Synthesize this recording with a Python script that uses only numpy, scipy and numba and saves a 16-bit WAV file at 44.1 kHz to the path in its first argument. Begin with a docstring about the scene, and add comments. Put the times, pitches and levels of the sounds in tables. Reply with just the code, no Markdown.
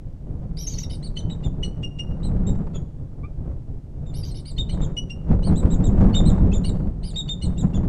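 """Eagle calls in gusty wind

Eagles call in two bouts: hoarse squeals that run down into quick piping notes. Each note is an arching
whistle or a level pipe, often both together: harmonics of a moving pitch, opened by a buzzing croak.
Brief squeaks mark voice breaks; decaying noise echoes stand for branches and forest.
Gusts of wind, as shaped noise, buffet the microphone and boom in its housing over a faint steady hiss."""
import sys
import numpy as np
from scipy import signal
from scipy.fft import rfft, irfft
from scipy.io import wavfile
from scipy.ndimage import uniform_filter1d
from numba import njit

SR = 44100
rng = np.random.default_rng(int(sys.argv[2]) if len(sys.argv) > 2 else 0)


def persist_wave(psi):
    """Save psi, clipped to +-1, as 16-bit WAV."""
    counts = np.round(np.clip(psi, -1, 1) * 32767).astype(np.int16)
    wavfile.write(sys.argv[1], SR, np.atleast_2d(counts).T)


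N = 347508
TIME = np.arange(N) / SR


def undb(db):
    """Logarithmic level: decibels become an amplitude gain."""
    return 10 ** (np.asarray(db) / 20)


def unit(x):
    """Power normalization: the signal is scaled to rms 1."""
    return x / np.sqrt(np.mean(x ** 2) + 1e-20)


def flutter(n, hz):
    """Band-limited random modulation: white noise low-passed at hz, with rms near 1."""
    sos = signal.butter(4, min(hz, .4 * SR), fs=SR, output="sos")
    settled = signal.sosfilt(sos, rng.standard_normal(n + SR // 20))
    return unit(settled)[-n:]


def coloured(points):
    """Spectral shaping: white noise is weighted by (frequency [Hz], level [dB]) points, then set to rms 1."""
    hz, db = np.transpose(points)
    bins = np.arange(N // 2 + 1) * SR / N
    weights = undb(np.interp(np.log(bins + 1), np.log(hz), db))
    return unit(irfft(rfft(rng.standard_normal(N)) * weights, N))


def steadied(x, seconds=0.084):
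    """Envelope flattening: division by the running rms takes the slow swells out of a noise."""
    return x / np.sqrt(uniform_filter1d(x ** 2, int(seconds * SR)) + 1e-9)


def add(out, start, sound):
    """Linear superposition: a sound is mixed in at its start time [s]."""
    i = max(int(start * SR), 0)
    out[i:i + len(sound)] += sound[:N - i]


@njit
def resonate(x, hz, damping):
    """Damped resonance: a state-variable band-pass whose centre frequency moves."""
    y, low_state = np.empty(len(x)), 0.
    band_state = 0.
    for i in range(len(x)):
        g = np.tan(np.pi * hz[i] / SR)
        band = (band_state + g * (x[i] - low_state)) / (1 + g * (g + damping))
        band_state = 2 * band - band_state
        low_state = low_state + 2 * g * band
        y[i] = damping * band
    return y


def airflow(usual_wind_db=-30, unrest_db=1.0, unrest_hz=9):
    """Unsteady flow: breeze, gust swells and random unrest add in dB to a strength and a harshness."""
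    # slow rise and fall of the wind on the microphone: (time [s], strength [dB])
    breeze = [(0.0, -37), (0.2, -39.5), (0.28, -31.5), (0.66, -33), (1.31, -27.5), (2.02, -31),
              (2.22, -24.5), (2.82, -28), (2.93, -37), (3.52, -31.5), (3.88, -40.2), (4.08, -31),
              (4.49, -34.5), (4.75, -27), (5.09, -34.5), (5.37, -25), (6.3, -15.5), (6.8, -24),
              (6.95, -29.5), (7.41, -30), (7.88, -21.5)]
    # single gusts on top of it: (crest time [s], length [s], rise [dB],
    # harshness: more hiss and less boom [dB])
    gusts = [(0.516, 0.18, 4.5, -3), (1.469, 0.056, 7.1, -2), (2.52, 0.43, 4.6, 0), (3.491, 0.16, 4.1, 3.5),
             (4.84, 0.34, 7.2, 3.5), (5.31, 0.15, 9.5, -2), (5.509, .15, 10.1, 0), (5.662, 0.1, 7, 0),
             (5.812, 0.075, 2.9, 0), (6.032, 0.25, 7.6, 0.5), (7.493, 0.14, 3.6, -2),
             (7.645, 0.098, 8.5, -1), (7.808, .15, 3.6, -1)]
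    # strength counts from the usual wind
    strength = np.interp(TIME, *np.transpose(breeze)) - usual_wind_db + unrest_db * flutter(N, unrest_hz)
    harshness = np.zeros(N)
    for crest, length, rise_db, harsh_db in gusts:
        shape = np.cos(np.pi * np.clip((TIME - crest) / length, -.5, .5)) ** 2
        strength = strength + rise_db * shape
        harshness = harshness + harsh_db * shape
    return strength, harshness


def housing_boom(strength, harshness, boom_db=-35, boom_growth=1.076, boom_hz=152.8, hz_per_db=2.5,
                 damping=0.31, waver_db=2.0):
    """Cavity resonance: noise through two damped resonators whose hollow note climbs with the wind."""
    centre = boom_hz + hz_per_db * uniform_filter1d(strength - harshness, SR // 4)
    once = resonate(rng.standard_normal(N), centre, damping)
    boom = steadied(resonate(once, centre, damping))
    # growth: dB of boom for each dB of wind
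    return boom * undb(boom_db + boom_growth * strength - harshness + waver_db * flutter(N, 12))


def slapping_puffs(puff_db=-4, puff_s=0.0073):
    """Impulsive pressure: each puff rises within about 1 ms and decays exponentially."""
    # single eddies that slap the microphone: (time [s], level before the common puff_db offset [dB])
    puffs = [(2.164, -45), (2.63, -45), (2.672, -34), (5.328, -21.5), (5.472, -21), (5.629, -21),
             (5.795, -32), (6.49, -36), (6.514, -46), (7.637, -36), (7.832, -24)]
    envelope = np.zeros(N)
    t = np.arange(SR // 10) / SR
    for start, db in puffs:
        add(envelope, start, undb(db + puff_db) * (1 - np.exp(-t / 0.001)) * np.exp(-t / puff_s))
    return envelope


def wind(buffet_db=-28.0, buffet_growth=0.93, buffet_waver_db=2.5, eddy_db=-51.5, eddy_growth=1.21,
         tearing_db=2.5, crackle_db=-18):
    """Turbulence noise: gusts shake the diaphragm, boom in the housing and shed small hissing eddies."""
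    # low rumble of the diaphragm: (frequency [Hz], density [dB per Hz])
    buffet = [(10, 0), (30, 5.5), (60, -0.5), (110, -2), (170, -12.5), (250, -14), (400, -22.5), (900, -39),
              (3000, -94)]
    # hiss of the small eddies: (frequency [Hz], density [dB per Hz])
    eddies = [(150, -17.5), (300, 3.5), (500, 4), (1000, -8.5), (1500, -18), (2200, -27.5), (4000, -43),
              (8000, -49.5), (11000, -60), (15000, -74.5)]
    # crackle on the hardest pressure crests: (frequency [Hz], density [dB per Hz])
    crackle = [(400, -16.5), (1200, 7.5), (2500, -8.5), (5000, -16.5), (8500, -20.5), (11000, -39),
               (15000, -46)]
    strength, harshness = airflow()
    boom = housing_boom(strength, harshness)
    # growth: dB of sound for each dB of wind
    buffet_gain = undb(buffet_db + buffet_growth * strength + buffet_waver_db * flutter(N, 9.54))
    pressure = buffet_gain * steadied(coloured(buffet), seconds=.11) + boom
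    # the air tears at each pressure crest, so the hiss comes in lumps and the biggest ones crackle
    tearing = tearing_db * np.clip(steadied(pressure), -2, 2)
    lumps = unit(undb(tearing + 1.5 * flutter(N, 40)))
    crests = unit(lumps ** 2 * undb(2.8 * flutter(N, 350)))
    flow = undb(eddy_db + eddy_growth * strength + harshness)
    hissing = coloured(eddies) * (flow * lumps + slapping_puffs())
    crackling = undb(crackle_db) * coloured(crackle) * flow * crests
    return pressure + hissing + crackling


def steady_hiss(hiss_db=-72):
    """Stationary noise: a faint hiss of fixed spectrum and level."""
    # (frequency [Hz], relative level [dB])
    hiss_spectrum = [(300, -6), (1500, 5), (4000, -1), (8700, -4.5), (10000, -9), (15500, -18.5)]
    return undb(hiss_db) * coloured(hiss_spectrum)


def buzz(slap_hz, db_at, wobble=0.053, flicker_hz=160, count=16):
    """Uneven periodic slapping of membranes: partials 2 to count - 1, each flickering by itself."""
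    n = len(slap_hz)
    phase = 2 * np.pi * np.cumsum(slap_hz * (1 + wobble * flutter(n, 130))) / SR
    total = np.zeros(n)
    for k in range(2, count):
        level = undb(db_at(k * slap_hz)) * flutter(n, flicker_hz)
        total += level * np.sin(k * phase + rng.uniform(0, 2 * np.pi))
    return total


def croak(db, croak_db=-54.5, follow=0.55, length=.026, slap_hz=640, rise=.16):
    """Onset before phase locking: membranes slap in a rising buzz, more so in loud notes."""
    # partials of the croak: (frequency [Hz], relative level [dB])
    rasp_partials = [(900, -22), (1400, -5.5), (2200, 5), (3000, 3), (4400, -0.5), (5500, -9), (8000, -5.5),
                     (10000, -26), (14000, -40)]
    u = np.linspace(0, 1, int(max(length, .01) * SR))

    def db_at(hz):
        return np.interp(hz, *np.transpose(rasp_partials))

    partials = buzz(slap_hz * (1 + rise * u), db_at, wobble=.035)
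    # follow: dB of croak for each dB of note
    return undb(croak_db + follow * (db + 27.5)) * np.sin(np.pi * u) ** 2 * partials


def swell(t, length, attack, release):
    """Amplitude envelope: smooth rise and fall of the air pressure in one note, times in seconds."""
    rising = np.sin(np.pi / 2 * np.clip(t / attack, 0, 1))
    falling = np.sin(np.pi / 2 * np.clip((length - t) / release, 0, 1)) ** 2
    return rising * falling


def syrinx(hz, octave_db, rough, third_db, fourth_db, jitter, stumble=1.2, rasp=1.2, rasp_ratio=.78,
           slap_hz=745, below_db=15, above_db=34):
    """Harmonic source with phase noise: roughness makes it stumble and adds broken membrane side tones."""
    n = len(hz)
    phase = 2 * np.pi * np.cumsum(hz * (1 + jitter * flutter(n, 190))) / SR
    # third and fourth harmonics are relative to the octave, and left out above half the sample rate
    third = undb(third_db) * np.sin(3 * phase) * (3 * hz < SR / 2)
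    fourth = undb(fourth_db) * np.sin(4 * phase) * (4 * hz < SR / 2)
    overtones = np.sin(2 * phase) + third + fourth
    stumbling = np.sin(phase + stumble * rough * flutter(n, 400))
    fundamental = stumbling * unit(undb(6 * np.sqrt(rough) * flutter(n, 260)))
    slaps = slap_hz * rng.uniform(0.99, 1.04) * (hz / hz.mean()) ** .15

    def side_db(side_hz):
        # strongest just below the pitch, falling by below_db and above_db per octave
        octaves = np.log2(side_hz / (rasp_ratio * hz))
        return np.minimum(below_db * octaves, -above_db * octaves)

    sides = buzz(slaps, side_db, wobble=.024, flicker_hz=130)
    spurts = unit(undb(2.5 * rough * flutter(n, 130)))
    bright = undb(octave_db) * overtones * unit(undb(3.1 * flutter(n, 180)))
    return np.sqrt(2) * spurts * (fundamental + bright + rasp * rough * sides)


def whistle(length, start_hz, top_hz, end_hz, db, octave_db, rough, crest=.46, bend=1.5,
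            air_db=-63, air_growth=1.76, usual_note_db=-48):
    """Pressure-driven pitch: it arches with the pressure, hoarse at start and crest; loud ones hiss with air."""
    t = np.arange(int((length + 0.0021) * SR)) / SR
    u = t / length
    rise = np.clip(1 - u / crest, 0, 1)  # 1 at the start, 0 from the crest on
    fall = np.clip((u - crest) / (1 - crest), 0, 1)  # 0 up to the crest, 1 at the end
    hz = top_hz - (top_hz - start_hz) * rise ** bend - (top_hz - end_hz) * fall ** bend
    hz = hz * (1 - 0.045 * fall ** 4)  # the pitch slips as the pressure runs out
    pressure_db = 1.8 - 4 * rise ** 2 - 7 * fall ** 2
    hoarse = rough * (1 - 0.71 * fall ** 2 - 0.38 * rise ** 2) + 0.097 * np.exp(-t / 0.0058)
    hoarse = np.clip(hoarse, 0, 1)
    bright_db = octave_db - 9 * rise ** 4 + 2 * fall  # overtones build up late and linger
    jitter = .004 + .019 * np.sqrt(np.clip(rough, 0, .4))
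    voice = syrinx(hz, bright_db, hoarse, third_db=-25, fourth_db=-32, jitter=jitter)
    air_gain = undb(air_db + air_growth * (db - usual_note_db))
    air = air_gain * hoarse * rng.standard_normal(len(t))
    envelope = undb(pressure_db) * swell(t, length + 0.0042, 0.0056, 0.011)
    return envelope * (undb(db) * voice + air)


def catch(length, start_hz, end_hz, db, octave_db=-25, rough=0.023, bend=2.5):
    """Register break: the voice jumps to a brief clean squeak that holds its pitch, then slides off."""
    t = np.arange(int((length + 0.0028) * SR)) / SR
    u = t / t[-1]
    hz = start_hz + (end_hz - start_hz) * u ** bend
    voice = syrinx(hz, octave_db, np.clip(rough, 0, 1), third_db=-23, fourth_db=-30, jitter=.006)
    return undb(db + 1.1 - 3 * u ** 2) * swell(t, length + 0.0039, 0.0081, 0.011) * voice


def pipe(length, pitch_hz, db, octave_db):
    """Near-steady oscillation: a clean tone scoops up into its pitch and sags at the end."""
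    t = np.arange(int((length + 0.0033) * SR)) / SR
    u = t / length
    hz = pitch_hz * (1.004 - 0.022 * u ** 4 - 0.044 * np.exp(-t / 0.0032))
    hoarse = np.clip(0.0064 + 0.13 * np.exp(-t / 0.0028), 0, 1)
    bright_db = octave_db - 12 * np.exp(-t / 0.0098)  # overtones build up late
    voice = syrinx(hz, bright_db, hoarse, third_db=-12, fourth_db=-33, jitter=.004)
    return undb(db + 0.5 - 1.8 * u ** 2) * swell(t, length + 0.0019, 0.014, 0.014) * voice


def scatter(t60):
    """Diffuse reverberation: noise builds up softly and decays by 60 dB in t60 seconds."""
    t = np.arange(SR) / SR
    decay = undb(-60 * t / t60) * (1 - np.exp(-t / 0.0087))
    return unit(rng.standard_normal(SR) * decay) / np.sqrt(SR)


def forest(x, near_db=-4.5, near_t60=0.095, far_db=-20, far_t60=0.62):
    """Convolution with echoes: a quick scatter from the crown and a faint tail from the trees around."""
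    crown, trees = scatter(near_t60), scatter(far_t60)
    # twigs scatter short waves best
    crown = signal.sosfilt(signal.butter(1, 4500, "high", fs=SR, output="sos"), crown)
    response = undb(near_db) * crown + undb(far_db) * trees
    response[0] = 1  # direct sound
    return signal.fftconvolve(x, response)[:N]


def scene(lead=0.0067, dull_hz=10500):
    """Superposition of sources: the birds among the trees, the wind and a faint steady hiss."""
    # arching notes: (time [s], length [s], start pitch [Hz], top pitch [Hz], end pitch [Hz],
    # level [dB], octave level re fundamental [dB], roughness [0-1])
    whistles = [(0.568, 0.095, 4430, 5870, 5300, -41, -9, 0.22),
                (0.669, 0.1, 6250, 6620, 4850, -43.5, -17, 0.34),
                (0.767, 0.083, 6540, 6470, 4820, -46.5, -12, 0.44),
                (0.895, 0.068, 4420, 5190, 4050, -49.5, -2.5, 0.53),
                (1.026, 0.055, 3880, 4520, 3840, -45.5, -7.5, 0.1),
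                (1.157, 0.056, 4150, 4400, 3400, -49, -12, 0.08),
                (1.298, 0.039, 3680, 3886, 3640, -45.5, -9, 0.05),
                (1.438, 0.037, 3640, 3590, 3370, -47.5, -6.5, 0.08),
                (1.637, 0.031, 4060.0, 4320, 4020, -48.5, -3.5, 0.07),
                (2.229, 0.05, 3700, 4100, 3880, -48.5, -4, 0.1),
                (2.465, 0.044, 3610, 3790, 3720, -50.5, 5, 0.12),
                (2.743, 0.038, 3420, 3460, 3350, -50.5, -1.5, 0.18),
                (3.232, 0.034, 1100, 1180, 1250, -49, -3, 0.04),
                (4.062, 0.054, 3700, 3630, 3550, -60.5, -3.5, 0),
                (4.136, 0.087, 3650, 5720, 4740, -52, 1, 0.48),
                (4.234, 0.091, 4900, 6130, 4450, -54.5, -7, 0.73),
                (4.306, 0.031, 4340, 4200, 4260, -54, -2.5, 0.1),
                (4.342, 0.073, 4530, 5490, 3830, -53.5, -2.5, 0.67),
                (4.451, 0.071, 3950, 4830, 3730, -48.5, -3.5, 0.28),
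                (4.581, 0.041, 3560, 3726, 3610, -30, -20, 0.01),
                (4.688, 0.062, 4060, 4310, 3530, -49, -5, 0.42),
                (4.812, 0.045, 3540, 3690, 3250, -49, 0.5, 0.19),
                (5.429, 0.069, 3780, 4510, 3990, -47.5, -3, 0.22),
                (5.554, 0.055, 3270, 4015, 3680, -49.5, 5, 0.1),
                (5.701, 0.05, 3440, 3900, 3420, -51, 6.5, 0.13),
                (5.835, 0.045, 3560, 3800, 3320, -49, 5, 0.07),
                (6.145, 0.055, 3620, 3683, 3610, -29.5, -8.5, 0.04),
                (6.252, 0.055, 3620, 4130.0, 3440, -42, -1.5, 0.08),
                (6.525, 0.05, 2990, 3660, 3480, -46.5, 3.5, 0.14),
                (6.638, 0.067, 3960, 4560, 3580, -43, -3, 0.23),
                (7.029, 0.093, 4050, 5040, 3330, -48.5, -3.5, 0.3),
                (7.158, 0.059, 3615, 3773, 3630, -29, -14, 0.01),
                (7.288, 0.048, 3550, 3676, 3610, -29.5, -15, 0),
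                (7.42, 0.045, 4080, 4240, 3580, -45, 0.5, 0.23),
                (7.576, 0.045, 3460, 3855, 3340, -48, 3, 0.02),
                (7.741, 0.034, 3330, 3560, 3080, -48, -2, 0.02)]
    # squeaks where the voice breaks: (time [s], length [s], start pitch [Hz], end pitch [Hz], level [dB])
    catches = [(0.667, 0.023, 6420, 5500, -29.5), (0.733, 0.023, 4500, 3930, -42),
               (0.783, 0.011, 5980, 5450, -28.5), (0.83, 0.011, 5700, 5230, -32.5),
               (0.835, 0.018, 3900, 3380, -45.5), (4.23, 0.019, 4700, 5030, -40.5),
               (4.563, 0.036, 4260, 4750, -50), (6.129, 0.02, 4370, 4520, -46.5),
               (7.139, 0.021, 4350, 5240, -50), (7.278, 0.023, 4500, 4300, -50)]
    # level notes: (time [s], length [s], pitch [Hz], level [dB], octave level re fundamental [dB])
    pipes = [(0.903, 0.015, 3054, -39.5, -25), (1.167, 0.017, 3047, -25.5, -15),
             (1.179, 0.023, 3020, -49.5, 9.5), (1.295, 0.014, 2980, -44, -26),
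             (1.432, 0.018, 2840, -47, -27.5), (1.628, 0.019, 2938, -26.5, -10.5),
             (1.644, .014, 2913, -36, 4.5), (1.829, 0.035, 2824, -32, -15.5),
             (1.987, 0.032, 2833, -30.5, -12.5), (2.733, 0.044, 1320, -56, -6),
             (4.577, 0.016, 3040, -33, -13), (4.692, 0.016, 2995, -34.5, -11),
             (4.966, 0.034, 2911, -28, -9), (5.097, 0.031, 2800, -35, -8.5),
             (5.426, 0.016, 2970, -44, -7.5), (6.139, 0.017, 2984, -29, -12),
             (6.515, 0.018, 2614, -38, -16), (6.644, 0.015, 2896, -32, -11), (7.037, 0.017, 3030, -47, -16),
             (7.277, 0.022, 2960, -48, -7), (7.414, 0.026, 2940, -40.5, -9), (7.569, .016, 2800, -52, -8),
             (7.734, 0.014, 2790, -45, -6)]
    birds = np.zeros(N)
    # each croak starts lead seconds ahead of its note
    for start, *note in whistles:
        add(birds, start, whistle(*note))
        if note[2] > 2000:  # the one low, relaxed note starts without a croak
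            add(birds, start - lead, croak(db=note[4]))
    for start, *note in catches:
        add(birds, start, catch(*note))
        add(birds, start - lead, croak(db=note[3]))
    for start, *note in pipes:
        add(birds, start, pipe(*note))
        add(birds, start - lead, croak(db=note[2]))
    # the highest overtones of the calls are dulled on their way through air and leaves
    birds = signal.sosfilt(signal.butter(2, min(dull_hz, .45 * SR), fs=SR, output="sos"), birds)
    return (forest(birds) + wind() + steady_hiss())[None]


def record(dry, ceiling=1.0, top_hz=15800):
    """Soft saturation and band-limiting: the strongest buffets are rounded and the top is cut."""
    rounded = ceiling * np.tanh(dry / ceiling)
    return signal.sosfilt(signal.ellip(8, .2, 70, top_hz, fs=SR, output="sos"), rounded)


dry = scene()
out = record(dry)
persist_wave(out)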